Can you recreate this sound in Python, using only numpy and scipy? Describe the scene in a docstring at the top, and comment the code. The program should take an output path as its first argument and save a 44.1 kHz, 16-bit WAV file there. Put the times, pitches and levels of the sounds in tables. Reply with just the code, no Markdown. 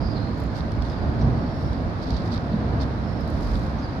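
"""Stray cats feeding in a yard

Close to the microphones, dry food ticks and rustles on concrete as the cats feed. Birds chirp and
whistle beyond them, echoing round the yard. Distant road traffic rumbles steadily, an engine droning
in it. The right microphone port rings in the low treble; the left is brighter on top."""
import sys
import numpy as np
from scipy import signal
from scipy.fft import rfft, irfft
from scipy.io import wavfile

SR = 44100
rng = np.random.default_rng(int(sys.argv[2]) if len(sys.argv) > 2 else 0)


def unload_wav(signal):
    """Save mono or channel-first audio to the path in sys.argv[1] as 16-bit WAV at rate SR, clipped to [-1, 1]."""
    wavfile.write(
        sys.argv[1],
        SR,
        np.round(np.clip(np.atleast_2d(signal).T, -1, 1) * 32767).astype(np.int16),
    )


N = 176400
T = np.arange(N) / SR
HZ = np.maximum(np.arange(N // 2 + 1) * SR / N, 1)

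# Food cracking, close by: (time [s], level [dB], top lift [dB])
FOOD_TICKS = [(.38, -62, 32), (0.401, -59, 38), (.438, -58, 32), (.607, -34.5, -13), (0.719, -37, 5),
              (0.823, -33.5, 0), (0.899, -39, -2), (1.675, -52, 2), (1.731, -38, 4), (2.105, -31, 1),
              (2.144, -36, -9), (2.168, -38, -5), (2.26, -45, 3), (2.377, -30.5, -14), (2.818, -32, -2),
              (3.208, -56, 27), (3.277, -51, 25), (3.302, -51, 26), (3.556, -36.5, -4)]
# Dry rustles close by; the row at 1.64 s is a faint, high, airy swell over a bird's whistle:
# (centre [s], width [s], level [dB], top lift [dB])
RUSTLE_SWELLS = [(.408, .02, -71, 26), (.575, 0.022, -46.5, 7.5), (.858, 0.0094, -48, 1),
                 (.905, 0.025, -51, 7), (1.218, 0.016, -48.5, -1), (1.64, .06, -63, 19),
                 (2.03, 0.0086, -43, 0), (2.13, 0.069, -46, -2), (2.171, 0.0061, -42, -7),
                 (2.265, 0.024, -53.5, 10), (2.341, 0.02, -39, -2), (2.821, 0.015, -41, -1),
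                 (3.49, 0.14, -51, 13)]
# Colour of the ticks and rustles: (frequency [Hz], level [dB])
CONTACT_SPECTRUM = [(1800, -15.5), (2800, -14.5), (3600, 0), (4700, 3.5), (5600, -6.5), (6800, -18),
                    (8200, -24), (11000, -28.5), (15000, -34.5)]

# Raspy birds across the yard: (start [s], length [s], from [Hz], to [Hz], level [dB], width [Hz])
BIRD_CHIRPS = [(0.0, .15, 4850, 4850, -50.5, 340), (0.149, 0.058, 4285, 3970, -45.5, 300),
               (0.892, .07, 3600, 3480, -58, 260), (0.894, 0.064, 4900, 4800, -54, 220),
               (1.203, 0.032, 5300, 5700, -51.5, 450), (2.18, 0.031, 3650, 3420, -54, 248),
               (2.513, .05, 4150, 3910, -54, 260), (3.778, 0.037, 5800, 6600, -58, 450),
               (3.813, 0.062, 4950, 4530, -49.5, 330)]
# Clear-voiced birds: (start [s], length [s], from [Hz], to [Hz], arch [Hz], level [dB])
BIRD_WHISTLES = [(.19, 0.11, 4240, 4190, 9, -56), (0.33, .17, 6600, 7050, 113, -74),
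                 (0.339, .21, 4270, 4420, -59.5, -64), (0.946, 0.11, 4780, 4830, -19.5, -56),
                 (1.343, .2, 4460, 4620, 8, -59.5), (1.371, .39, 5300, 5310, 70.5, -61.5),
                 (1.537, 0.295, 4700, 4720, 67.5, -61), (3.044, .2, 5130, 4990, 349.5, -58)]

# Swells of the distant road, before trims: (time [s], rumble [dB], boom [dB], tyre wash [dB])
ROAD_LEVELS = [(0.0, -23.5, -56, -44), (0.07, -27.5, -20.5, -44.5), (0.22, -26.5, -42, -43),
               (0.49, -27.5, -25.5, -44.5), (0.56, -27, -33.5, -43), (0.8, -27.5, -26.5, -44),
               (1.0, -27, -34, -43), (1.05, -23.5, -19.5, -43), (1.16, -25.5, -31.5, -42.5),
               (1.26, -21.5, -21, -42.5), (1.51, -26, -55, -44), (1.55, -26.5, -28.5, -44),
               (1.88, -26, -27.5, -44), (1.94, -27.5, -41.5, -43), (2.13, -25.5, -23, -43.5),
               (2.26, -25.5, -57, -42.5), (2.36, -26.5, -37, -41.5), (2.43, -26.5, -45, -43.5),
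               (2.82, -24, -35, -41.5), (2.94, -26.5, -45, -43), (3.25, -26.5, -32.5, -43.5),
               (3.54, -26.5, -27.5, -42.5), (3.95, -28.5, -41, -42.5), (4.0, -25.5, -48, -41.5)]
# Lean of the road's low end: (time [s], left minus right [dB])
ROAD_LEAN = [(0, -3.5), (.7, 0.5), (1.2, 0.3), (1.6, 2), (1.92, -0.5), (2.05, 4), (2.2, 1.5), (2.9, 2),
             (3.1, -1.5), (4, 2.5)]
# Colours of the road and the background hiss: (frequency [Hz], level [dB])
RUMBLE_SPECTRUM = [(40, -4.5), (75, -1), (110, 0.5), (140, 0), (190, -6.5), (230, -2.5), (290, -4.5),
                   (390, -13.5), (680, -13), (1000, -24.5), (1600, -33.5)]
BOOM_SPECTRUM = [(20, -33), (32, -23), (46, -3), (62, 5), (90, 0), (160, -68)]
TYRE_SPECTRUM = [(400, -16), (900, 0.5), (1500, -2.5), (2200, -12), (3000, -21), (4500, -22), (7000, -46.5)]
HISS_SPECTRUM = [(1500, -18.5), (3000, -3), (4300, 3), (5100, 0.5), (6000, -9.5), (8000, -22), (11000, -21),
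                 (12000, -27.5), (15000, -32)]
# Engine partials: (order [x engine rate], level against the untrimmed rumble [dB])
ENGINE_PARTIALS = [(3, -11.5), (5, -12.5), (8, -13.5), (10, -13.5)]
# Low notes in the traffic: (centre [s], width [s], pitch [Hz], level [dB])
ROAD_DRONES = [(.47, 0.06, 54.4, -36), (.75, 0.027, 110.5, -27), (1.28, 0.076, 127.3, -26),
               (1.255, 0.068, 233.4, -28), (1.72, 0.093, 65.45, -34), (2.13, 0.022, 66.6, -25.5),
               (2.55, 0.042, 174, -27), (2.55, 0.018, 215, -25.5), (2.76, 0.08, 133.2, -28),
               (2.84, 0.091, 66, -28.5), (3.32, 0.031, 82.2, -27.5), (3.5, 0.075, 46.9, -27)]

# Likeness of the background at the two microphones: (frequency [Hz], correlation [-1 to 1])
MIC_LIKENESS = [(60, 0.76), (250, 0.89), (500, 0.72), (900, 0.47), (1400, -0.35), (2200, 0.088),
                (5000, -0.053)]
# Imbalance of the microphone ports: (frequency [Hz], left minus right [dB])
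PORT_BALANCE = [(60, -3.5), (1400, -2.5), (2500, 0.5), (3000, -1.5), (3500, -8), (4400, -13), (5500, -12),
                (6400, -2), (7200, 2), (8100, 4.5), (9200, 12.5), (10400, 6), (11500, 1), (15000, 6)]


def food_ticks(decay_s=.0022):
    """Dry food close to the microphones: hard cracks that die within milliseconds."""
    out, noise = 0, rng.standard_normal((2, N))
    for s, db, lift_db in FOOD_TICKS:
        decay = (T >= s) * np.exp(-np.minimum(np.abs(T - s) / decay_s, 20))
        out += from_db(db) * dry_contact(noise * decay, lift_db)
    return out


def rustles(grains_per_s=5200, spread_db=2):
    """Swells of tiny clicks: dry rustles close by, and one high, airy swell over a bird's whistle."""
    out = 0
    for s, width, db, lift_db in RUSTLE_SWELLS:
        grains = (rng.random((2, N)) < grains_per_s / SR) * rng.standard_normal((2, N))
        grains = rms_one(grains * from_db(spread_db * drift(90)))
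        out += from_db(db) * dry_contact(grains * swell(s, width), lift_db)
    return out


def dry_contact(x, lift_db, lift_from_hz=4150, lift_full_hz=11000):
    """A dry, gritty colour, its top lifted or dulled."""
    body = rms_one(from_db(shape_db(CONTACT_SPECTRUM)))
    top_share = np.clip(np.log(HZ / lift_from_hz) / np.log(lift_full_hz / lift_from_hz), 0, 1)
    return irfft(rfft(x) * body * from_db(lift_db * top_share), N)


def bird_chirps():
    """Short, raspy notes from well across the yard, with a strong echo."""
    calls = sum(from_db(db) * bird_note(s, length, from_hz, to_hz, width_hz, arch_hz=21.3, roughness=3)
                for s, length, from_hz, to_hz, db, width_hz in BIRD_CHIRPS)
    return yard_echo(calls, echo_db=-1.5)


def bird_whistles(width_hz=90):
    """Thin, clearer bird notes with a lighter echo."""
    calls = sum(from_db(db) * bird_note(s, length, from_hz, to_hz, width_hz, arch_hz, roughness=.65)
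                for s, length, from_hz, to_hz, arch_hz, db in BIRD_WHISTLES)
    return yard_echo(calls, echo_db=-3)


def bird_note(s, length, from_hz, to_hz, width_hz, arch_hz, roughness):
    """One note, its pitch wavering along an arched glide."""
    attack_s, release_s, waver_hz = .0099, .025, 28
    progress = np.clip((T - s) / length, 0, 1)
    glide_hz = from_hz + (to_hz - from_hz) * progress + arch_hz * np.sin(np.pi * progress)
    envelope = np.clip(np.minimum((T - s) / attack_s, (s + length - T) / release_s), 0, 1)
    return envelope * rough_tone(glide_hz + waver_hz * drift(30), width_hz, roughness)


def yard_echo(x, echo_db, t60_s=1):
    """The direct sound plus scattered reflections, different at each microphone."""
    tail = rng.standard_normal((2, SR)) * from_db(-60 * T[:SR] / t60_s)
    tail /= np.sqrt(np.sum(tail ** 2, axis=1, keepdims=True))
    return x + from_db(echo_db) * signal.fftconvolve(x[None], tail, axes=1)[:, :N]


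def traffic(rumble_trim_db=-1, boom_trim_db=-2, tyre_trim_db=.68):
    """The distant road: rumble, engine, deep boom and tyre wash swell as vehicles go by."""
    rumble_db, boom_db, tyre_db = in_time(ROAD_LEVELS)
    rumble = from_db(rumble_db) * (from_db(rumble_trim_db) * diffuse(RUMBLE_SPECTRUM) + engine())
    boom = from_db(boom_db + boom_trim_db) * diffuse(BOOM_SPECTRUM)
    low_end = rumble + boom + drones()
    lean = from_db(in_time(ROAD_LEAN)[0] * np.array([[.5], [-.5]]))
    tyres = from_db(tyre_db + tyre_trim_db) * diffuse(TYRE_SPECTRUM)
    return low_end * lean + tyres


def engine(rate_hz=21.3, wander=.00883, waver_db=1):
    """A few low orders of a distant engine, each wavering in level."""
    phase = 2 * np.pi * np.cumsum(rate_hz * (1 + wander * drift(1.76))) / SR
    out = 0
    for order, db in ENGINE_PARTIALS:
        partial = np.sin(order * phase + 2 * np.pi * rng.random())
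        out += from_db(db) * rms_one(partial * from_db(waver_db * drift(5.6)))
    return out


def drones():
    """Single low notes stand out of the far rumble for a moment."""
    return sum(from_db(db) * swell(s, width) * rough_tone(hz, width_hz=9, roughness=.26)
               for s, width, hz, db in ROAD_DRONES)


def hiss(level_db=-56):
    """A faint, steady hiss behind everything."""
    return from_db(level_db) * diffuse(HISS_SPECTRUM)


def diffuse(spectrum):
    """Noise from all around, alike at both microphones in the bass; its mid has an rms of one."""
    alike = at_hz(MIC_LIKENESS)
    coloured = rfft(rng.standard_normal((2, N))) * from_db(shape_db(spectrum))
    mid, side = irfft(coloured * np.sqrt([1 + alike, 1 - alike]), N)
    return np.array([mid + side, mid - side]) / mid.std()


def rough_tone(hz, width_hz, roughness):
    """A sine whose level and phase flutter; rms one."""
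    flutter = 1 + roughness * (drift(width_hz) + 1j * drift(width_hz))
    cycles = np.cumsum(hz * np.ones(N)) / SR + rng.random()
    return rms_one(np.real(flutter * np.exp(2j * np.pi * cycles)))


def swell(s, width):
    """A bell-shaped rise and fall."""
    return np.exp(-.5 * ((T - s) / width) ** 2)


def drift(rate_hz, size=9000):
    """Random wander, mostly slower than rate_hz, with a spread of one."""
    slow = irfft(rfft(rng.standard_normal(size)) / (1 + (HZ[:size // 2 + 1] / rate_hz) ** 2))
    return np.interp(T, np.linspace(0, N / SR, size), rms_one(slow))


def colour(x, curve_db):
    """Equalise a signal; mirrored, so that its ends stay apart."""
    spectrum = rfft(np.concatenate([x, x[..., ::-1]], axis=-1))
    gain = np.repeat(from_db(curve_db), 2, axis=-1)[..., :N + 1]
    return irfft(spectrum * gain)[..., :N]


def shape_db(points):
    """A spectrum that falls 20 dB an octave outside its table."""
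    octaves_above = np.maximum(np.log2(HZ / points[-1][0]), 0)
    octaves_below = np.maximum(np.log2(points[0][0] / HZ), 0)
    return at_hz(points) - 20 * (octaves_above + octaves_below)


def at_hz(points):
    """Read a table along log frequency."""
    hz, value = np.transpose(points)
    return np.interp(np.log(HZ), np.log(hz), value)


def in_time(rows):
    """Read each column of a table at every sample."""
    s, *columns = np.transpose(rows)
    return [np.interp(T, s, column) for column in columns]


def from_db(db):
    """Decibels to gain."""
    return 10 ** (np.asarray(db) / 20)


def rms_one(x):
    """Scale to an rms of one."""
    return x / np.sqrt(np.mean(np.abs(x) ** 2) + 1e-20)


def scene():
    """The yard from beside the cats: road far off, food close by, birds beyond."""
    return traffic() + hiss() + rustles() + food_ticks() + bird_chirps() + bird_whistles()


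def record(dry):
    """A stereo microphone, each port with its own colour; the ends are eased and the top is cut."""
    fade_s, cutoff_hz = .004, 15900
    ports_db = at_hz(PORT_BALANCE) * np.array([[.5], [-.5]])
    ports_db -= 10 * np.log10(np.mean(from_db(ports_db) ** 2, axis=0))  # keep the pair's mean power
    fade = np.minimum(np.minimum(T, T[::-1]) / fade_s, 1)
    lowpass = signal.cheby2(16, 60, cutoff_hz, fs=SR, output="sos")
    return signal.sosfilt(lowpass, fade * colour(dry, ports_db))


dry = scene()
out = record(dry)
unload_wav(out)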